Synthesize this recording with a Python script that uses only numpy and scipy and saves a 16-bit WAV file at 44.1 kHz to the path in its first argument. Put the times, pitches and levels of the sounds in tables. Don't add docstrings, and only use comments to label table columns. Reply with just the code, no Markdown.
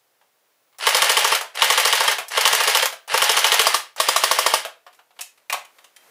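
import sys
import numpy as np
from scipy import signal
from scipy.fft import rfft, irfft, next_fast_len
from scipy.io import wavfile

SR = 44100
rng = np.random.default_rng(int(sys.argv[2]) if len(sys.argv) > 2 else 0)


def materialize(psi):
    bounded = np.clip(np.atleast_2d(psi).T, -1, 1)
    quanta = np.round(bounded * 32767).astype(np.int16)
    wavfile.write(sys.argv[1], SR, quanta)


N = 269010
TIME = np.arange(N) / SR
RING = np.arange(SR // 6) / SR
EMPTY_S = 3.655

# motor_on_s, first_shot_s, second_shot_s, shot_period_s, motor_off_s,
# strength_db (relative), closing_db (extra thump of the last shots)
TRIGGER_PULLS = [(0.791, 0.868, 0.946, 0.0743, 1.358, 0, 5), (1.54, 1.6199, 1.701, 0.0749, 2.122, -0.2, 4),
                 (2.301, 2.371, 2.4536, 0.0738, 2.836, -0.6, 0),
                 (3.077, 3.137, 3.2185, 0.075, 3.765, -0.2, 2),
                 (3.962, 4.0007, 4.0867, 0.0753, 4.575, 0, 1)]
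# pitch_hz (centre), t60_s, loaded_db (relative, pellet in barrel), empty_db (relative)
RECEIVER_MODES = [(150, 0.09, -21.5, -17), (240, 0.05, -30, -21), (351, 0.12, -35, -19),
                  (440, 0.08, -8, -10), (524, 0.075, -4, -3.5), (638, 0.06, -6, 2), (787, 0.058, -12, -9.5),
                  (901, .06, 0.5, 2), (1088, .055, 1.5, 2.5), (1172, 0.044, 0.5, 7), (1385, .06, -3.5, -4),
                  (1627, 0.074, -8, -12.5), (1853, 0.13, -9, -5.5), (2030, 0.054, -8, -7.5),
                  (2240, 0.077, -8.5, -13.5), (2803, 0.029, 0, -8.5), (3170, 0.045, 0.5, -1),
                  (4855, 0.07, -18, -4), (5280, 0.06, -7.5, -5)]
# (relative, per Hz)
METAL_EDGE = [(50, -58), (1000, -32.5), (4000, -8), (5500, 1), (9000, 0.5), (11200, 0.5), (12500, -5),
              (16000, -5)]


def amp(db):
    return 10 ** (np.asarray(db) / 20)


def unit(x):
    return x / np.sqrt(np.mean(x ** 2) + 1e-20)


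def along(points, hz):
    f, v = np.transpose(points)
    return np.interp(np.log(hz + 1), np.log(f + 1), v)


def coloured(x, spectrum, peaks=()):
    hz = np.fft.rfftfreq(len(RING), 1 / SR)
    db = along(spectrum, hz)
    for f, width, lift in peaks:
        db = db + lift / (1 + (2 * (hz - f) / width) ** 2)
    cepstrum = irfft(np.log(amp(db)))[:len(RING) // 2]
    response = irfft(np.exp(rfft(2 * cepstrum, len(RING))))
    return signal.oaconvolve(x, response / np.linalg.norm(response))[:len(x)]


def add(track, s, sound):
    part = track[max(0, round(s * SR)):][:len(sound)]
    part += sound[:len(part)]


def blows(times, db, t60, spectrum):
    energy = np.zeros(N)
    fade = amp(-60 * RING / t60) ** 2
    for s, level in zip(times, db):
        add(energy, s, amp(level) ** 2 * fade)
    return coloured(np.sqrt(energy) * rng.standard_normal(N), spectrum)


def ping(hz, db, t60, attack=0.0014):
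    onset = 1 - np.exp(-RING / attack)
    return amp(db - 60 * RING / t60) * onset * np.sin(2 * np.pi * hz * RING)


def room(x, wet_db, gap=.006):
    # freq_hz, t60_s
    decay = [(200, .34), (450, 0.34), (650, 0.24), (900, .27), (1400, 0.3), (3700, 0.28), (10000, .22),
             (16000, .19)]
    hz, t, z = signal.stft(rng.standard_normal(SR // 2), SR, nperseg=256)
    fade = amp(-60 * t / along(decay, hz)[:, None])
    tail = signal.istft(z * fade, SR, nperseg=256)[1]
    tail = np.pad(tail / np.linalg.norm(tail), (round(gap * SR), 0))
    return x + amp(wet_db) * signal.fftconvolve(x, tail)[:N]


def pellets(times):
    # shot_s (nearest stroke), leak (0-1),
    # extra_pop_db, extra_smack_db
    odd_pellets = [(1.245, .55, 0, -6), (1.32, .6, -6, 4.5), (1.62, .05, 9, 2), (1.776, .05, 0, 2.5),
                   (1.851, 0, -6, 0), (1.926, .3, 8, -1), (2.002, .9, -6, -6), (2.077, .9, 8, 0),
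                   (2.372, 1, 14, 4), (2.454, 0, 5, 8.5), (2.527, 0, -9, 2), (2.602, .7, -6, 3),
                   (2.749, 0, 2, 4), (2.825, .7, -6, 6), (3.138, 1, 0, 5), (3.369, 0, -7, 2),
                   (3.443, .05, 5, 2), (3.519, .05, 5, 4), (3.594, 0, 6, 3)]
    traits = np.zeros((len(times), 3))
    for s, *row in odd_pellets:
        traits[np.argmin(np.abs(times - s))] = row
    return traits.T


def strokes(first_shot_db=3.8, settle_shots=1.6, leak_late_s=0.0025):
    rows = []
    for _, first, second, period, off, db, closing_db in TRIGGER_PULLS:
        times = np.append(first, np.arange(second, off, period))
        settle = np.exp(-np.arange(len(times)) / settle_shots)
        opening_db = first_shot_db * (first < EMPTY_S) * settle
        extra_db = opening_db + closing_db * settle[::-1]
        rows += [(s, db, extra) for s, extra in zip(times, extra_db)]
    s, db, extra_db = np.transpose(rows)
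    late = leak_late_s * pellets(s)[0]
    return s + late, db, extra_db, s < EMPTY_S


def background(hiss_db=-66.5):
    # (relative, per Hz)
    hiss_colour = [(15, -54.5), (25, -29.5), (82, -22), (104, -8), (209, -8.5), (227, -9.5), (246, -6.5),
                   (368, -2.5), (495, 3.5), (7910, -9), (14300, -7), (15500, -14)]
    # (relative, per Hz)
    cloth_colour = [(59, -58.5), (100, -31), (416, -9), (570, -8), (2230, -11.5), (3110, -17),
                    (4640, -18.5), (15000, -20.5)]
    # middle_s, half_length_s, level_db
    rubs = [(4.97, .06, -63), (5.19, .035, -61), (5.4, .12, -68), (5.8, .13, -59), (6.08, .1, -54.5)]
    rubbing = sum(amp(db) * np.exp(-((TIME - s) / half) ** 2) for s, half, db in rubs)
    cloth = rubbing * coloured(rng.standard_normal(N), cloth_colour)
    hiss = amp(hiss_db) * coloured(rng.standard_normal(N), hiss_colour)
    return cloth + hiss


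def contacts(table, knock, knock_db, edge_db, knock_t60, tick_t60):
    # (relative, per Hz)
    tick_colour = [(50, -56.5), (300, -31.5), (1200, -8), (2000, -0.5), (2600, 0), (3300, -1.5), (4300, -6),
                   (7000, -18.5), (15000, -40)]
    s, db, bright_db = np.transpose(table)
    body = blows(s, db + knock_db - bright_db, knock_t60, knock)
    tick = blows(s, db, tick_t60, tick_colour)
    edge = blows(s, db + edge_db + bright_db, tick_t60, METAL_EDGE)
    return body + tick + edge


def clicks(knock_t60, tick_t60):
    # (relative, per Hz)
    plastic = [(40, -46.5), (150, -31), (330, -27.5), (520, -6), (750, 1), (1100, 0.5), (1600, -7),
               (4000, -28)]
    # start_s, level_db (relative), brightness_db
    trigger = [(0.785, -48, 2), (1.553, -45, 2), (2.283, -49, 9), (2.316, -42, 0), (3.077, -47, 0),
               (3.962, -48, 1)]
    # start_s, level_db (relative), brightness_db
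    selector = [(5.19, -38, -1), (5.209, -37, 14), (5.215, -41, 15), (5.498, -28, 1), (5.526, -24, 5.5),
                (5.539, -28, -7)]
    # start_s, level_db (relative), brightness_db
    fittings = [(0.213, -63, -8), (0.727, -64, -1), (0.746, -67, -8), (4.865, -49, -9), (4.877, -54, -6),
                (4.929, -57, 4), (4.946, -63, 10), (4.99, -54, -9), (5.107, -62, -9), (5.165, -62, -10),
                (5.376, -59, 4), (5.649, -50, 5), (5.785, -51, 0), (5.843, -49, 4), (5.963, -50, 9)]
    decays = dict(knock_t60=knock_t60, tick_t60=tick_t60)
    return (contacts(trigger, plastic, knock_db=6, edge_db=7, **decays)
            + contacts(selector + fittings, plastic, knock_db=-6, edge_db=-6, **decays))


def handling(strike_db=3, bounce_db=1.5, bounce_s=.004):
    # start_s, pitch_hz, level_db, t60_s
    small_rings = [(5.498, 2450, -17, 0.04), (5.498, 2740, -20, 0.04), (5.527, 1103, -19, 0.069),
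                   (5.527, 895, -22, .08), (5.527, 700, -29, .14), (5.963, 3160, -50, 0.11)]
    out = amp(strike_db) * clicks(knock_t60=0.1, tick_t60=0.046)
    add(out, bounce_s, amp(bounce_db) * clicks(knock_t60=0.054, tick_t60=.04))
    for s, hz, db, t60 in small_rings:
        add(out, s, ping(hz, db, t60))
    return out


def backlash(gain_db=4):
    # start_s, level_db (relative), brightness_db
    knocks = [(1.411, -29.5, 0), (2.184, -27, -1), (2.926, -36.5, 0), (4.65, -32, -1.5)]
    # (relative, per Hz)
    knock_colour = [(40, -45.5), (150, -28), (300, -23.5), (450, -4.5), (650, 6.5), (1100, 0.5),
                    (1600, -0.5), (4000, -26.5)]
    # pitch_hz, level_db (relative to the level column of the knocks), t60_s
    shell_ring = (668, -10, 0.36)
    out = amp(gain_db) * contacts(knocks, knock_colour, knock_db=1, edge_db=-2, knock_t60=0.088, tick_t60=0.07)
    hz, ring_db, t60 = shell_ring
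    for s, db, _ in knocks:
        add(out, s, ping(hz, db + ring_db, t60))
    return out


def gears(spin_up=.038, coast=0.029, tooth_rate=900, shaft_hz=268, scatter_db=5, rub=0.5):
    # (relative, per Hz)
    gear_colour = [(60, -49.5), (150, -35.5), (220, -35.5), (320, -27.5), (420, -7.5), (600, -2),
                   (1100, -1.5), (2000, 1), (3300, -2.5), (4600, -3.5), (7000, -13.5), (11000, -12.5),
                   (12500, -28), (16000, -30)]
    # pitch_hz, width_hz, lift_db (above the rest)
    gearbox = [(845, 81, 4), (1360, 90, 0), (1750, 110, 2), (2110, 90, 2.5), (2840, 110, 6),
               (3180, 230, 4.5)]
    loaded_db, empty_db = -20.4, -25.1
    speed, level = np.zeros((2, N))
    for on, _, _, _, off, db, _ in TRIGGER_PULLS:
        rise = 1 - np.exp(-np.maximum(TIME - on, 0) / spin_up)
        run = rise * np.exp(-np.maximum(TIME - off, 0) / coast)
        speed += run
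        level += amp(db) * run
    feeding = np.exp(-np.maximum(TIME - EMPTY_S, 0) / coast)
    level *= amp(empty_db + (loaded_db - empty_db) * feeding)
    struck = rng.random(N) < tooth_rate * (.5 + .5 * speed) / SR
    energy = struck * amp(scatter_db * rng.uniform(-0.74, 1, N)) ** 2
    contact = np.sqrt(np.abs(signal.fftconvolve(energy, amp(-60 * RING / 0.0064))[:N]))
    drive = (unit(contact) + rub) * rng.standard_normal(N)
    turns = shaft_hz * np.cumsum(speed) / SR
    drive *= amp(1.5 * np.sin(2 * np.pi * turns))
    starts = np.append(0, strokes()[0])
    since = TIME - starts[np.searchsorted(starts, TIME, "right") - 1]
    slack_db = -2.5 * np.exp(-since / 0.0087)
    return level * amp(slack_db - 3.0) * unit(coloured(drive, gear_colour, gearbox))


def target(flight_s=0.0226, leak_flight_s=0.0142, leak_smack_db=-3, scatter_db=1):
    # (relative, per Hz)
    trap = [(50, -42.5), (300, -20), (550, 2.5), (1100, 8), (1800, 4), (4000, 2), (6300, 3.5), (8000, -2.5),
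            (12500, -1), (16000, -6)]
    smack_db, rattle_db = -21.2, -24.8
    fired, strength_db, _, loaded = strokes()
    leak, _, extra_db = pellets(fired)
    s = (fired + flight_s + leak_flight_s * leak)[loaded]
    hit_db = smack_db + (extra_db + leak_smack_db * leak)[loaded] + scatter_db * rng.standard_normal(len(s))
    smack = blows(s + .0004, hit_db + 9.5, t60=.012, spectrum=trap)
    back_wall = blows(s + 0.0052, hit_db + 3.5, t60=.012, spectrum=trap)
    rattle = blows(s + 0.00037, rattle_db + 5.0 + strength_db[loaded], t60=.1, spectrum=trap)
    return smack + back_wall + rattle


def recoil(times, db):
    # (relative, per Hz)
    push_colour = [(20, -24), (65, -21), (100, 0), (125, 6), (155, 7.5), (200, -5), (500, -16)]
    push = np.zeros(N)
    push[np.round(times * SR).astype(int)] = amp(db)
    return coloured(push, push_colour)


def muzzle(times, db, t60=.006, length=0.0013):
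    # (relative, per Hz)
    pop_colour = [(70, -66), (300, -35), (500, -22), (1500, -6), (2900, 10), (4000, -2), (6000, -18.5),
                  (15000, -36.5)]
    pop = coloured(rng.standard_normal(len(RING)) * amp(-60 * RING / t60), pop_colour)
    pop *= np.sqrt(length * SR) / np.linalg.norm(pop)
    out = np.zeros(N)
    for s, level in zip(times, db):
        add(out, s, amp(level) * pop)
    return out


def receiver(loaded, phases, attack, scatter_db):
    hz, t60, loaded_db, empty_db = np.transpose(RECEIVER_MODES)[:, :, None]
    mode_db = loaded_db if loaded else empty_db
    size = amp(mode_db + scatter_db * rng.standard_normal(hz.shape))
    pitch = hz * (1 + 0.01 * rng.standard_normal(hz.shape))
    modes = size * np.sin(2 * np.pi * pitch * RING + phases) * amp(-60 * RING / t60)
    ring = modes.sum(0) / np.linalg.norm(size) * (1 - np.exp(-RING / attack))
    ring *= 1 - (RING / RING[-1]) ** 4
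    small_body = signal.butter(2, 360, "high", fs=SR, output="sos")
    return signal.sosfilt(small_body, ring)


def shots(bounces=(.0004, .0027, .005), thump_scatter_db=.5, pop_scatter_db=1):
    # thump_db, pop_db, clack_db (all relative), air_cushion_lag_s (before
    # the early start of the swell), release_lead_s
    loaded_stroke = (-17, -10.8, -19.6, 0.0034, 0.0001)
    # thump_db, pop_db, clack_db (all relative), air_cushion_lag_s, release_lead_s
    empty_stroke = (-17.3, -17, -19, 0, 0.0021)
    # (relative, per Hz)
    clack = [(50, -38.5), (300, -30), (450, -2), (1100, 3), (1700, 0), (3500, 2.5), (5300, 4.5),
             (7000, -0.5), (11200, -0.5), (12300, -11), (16000, -5)]
    leak_pop_db, leak_clack_db = -15, -4.5
    s, strength_db, extra_db, loaded = strokes()
    leak, extra_pop_db, _ = pellets(s)
    thump_db, pop_db, clack_db, lag, lead = np.where(loaded[:, None], loaded_stroke, empty_stroke).T
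    chance = rng.standard_normal((len(s), 2))
    thump_db = thump_db + strength_db + extra_db + thump_scatter_db * chance[:, 0]
    pop_db = pop_db + strength_db + extra_pop_db + leak_pop_db * leak + pop_scatter_db * chance[:, 1]
    clack_db = clack_db + strength_db + leak_clack_db * leak

    snap = blows(s - lead, clack_db - 1.5, t60=.03, spectrum=clack)
    snap += recoil(s - .006, thump_db - 5)
    snap += muzzle(s + .0003, pop_db)
    for delay, db in zip(bounces, [8, 7, 10]):
        snap += blows(s + delay, clack_db + db, t60=0.014, spectrum=clack)
    snap += blows(s + 0.0073, clack_db - 4.5, t60=0.17, spectrum=METAL_EDGE)

    body = np.zeros(N)
    phases = rng.uniform(0, 2 * np.pi, (len(RECEIVER_MODES), 1))
    for start, db, pellet in zip(s + lag, thump_db, loaded):
        contact = phases + .5 * rng.standard_normal(phases.shape)
        if pellet:
            ring = receiver(True, contact, attack=0.0024, scatter_db=3.3)
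            add(body, start - .0014, amp(db + 11.0) * ring)
        else:
            ring = receiver(False, contact, attack=0.00015, scatter_db=2.2)
            add(body, start, amp(db + 10.0) * ring)
    return room(snap, wet_db=-6) + room(body, wet_db=-14, gap=0.014)


def scene():
    mechanism = room(gears() + backlash(), wet_db=-5.5)
    rifle = shots() + mechanism + room(handling(), wet_db=-7)
    return (rifle + room(target(), wet_db=-8) + background())[None]


def record(dry, top=0.96, top_hz=15550):
    held = dry / (1 + np.abs(dry / top) ** 6) ** (1 / 6)
    size = next_fast_len(N + SR // 4)
    in_band = np.fft.rfftfreq(size, 1 / SR) < top_hz
    return irfft(rfft(held, size) * in_band, size)[:, :N]


dry = scene()
out = record(dry)
materialize(out)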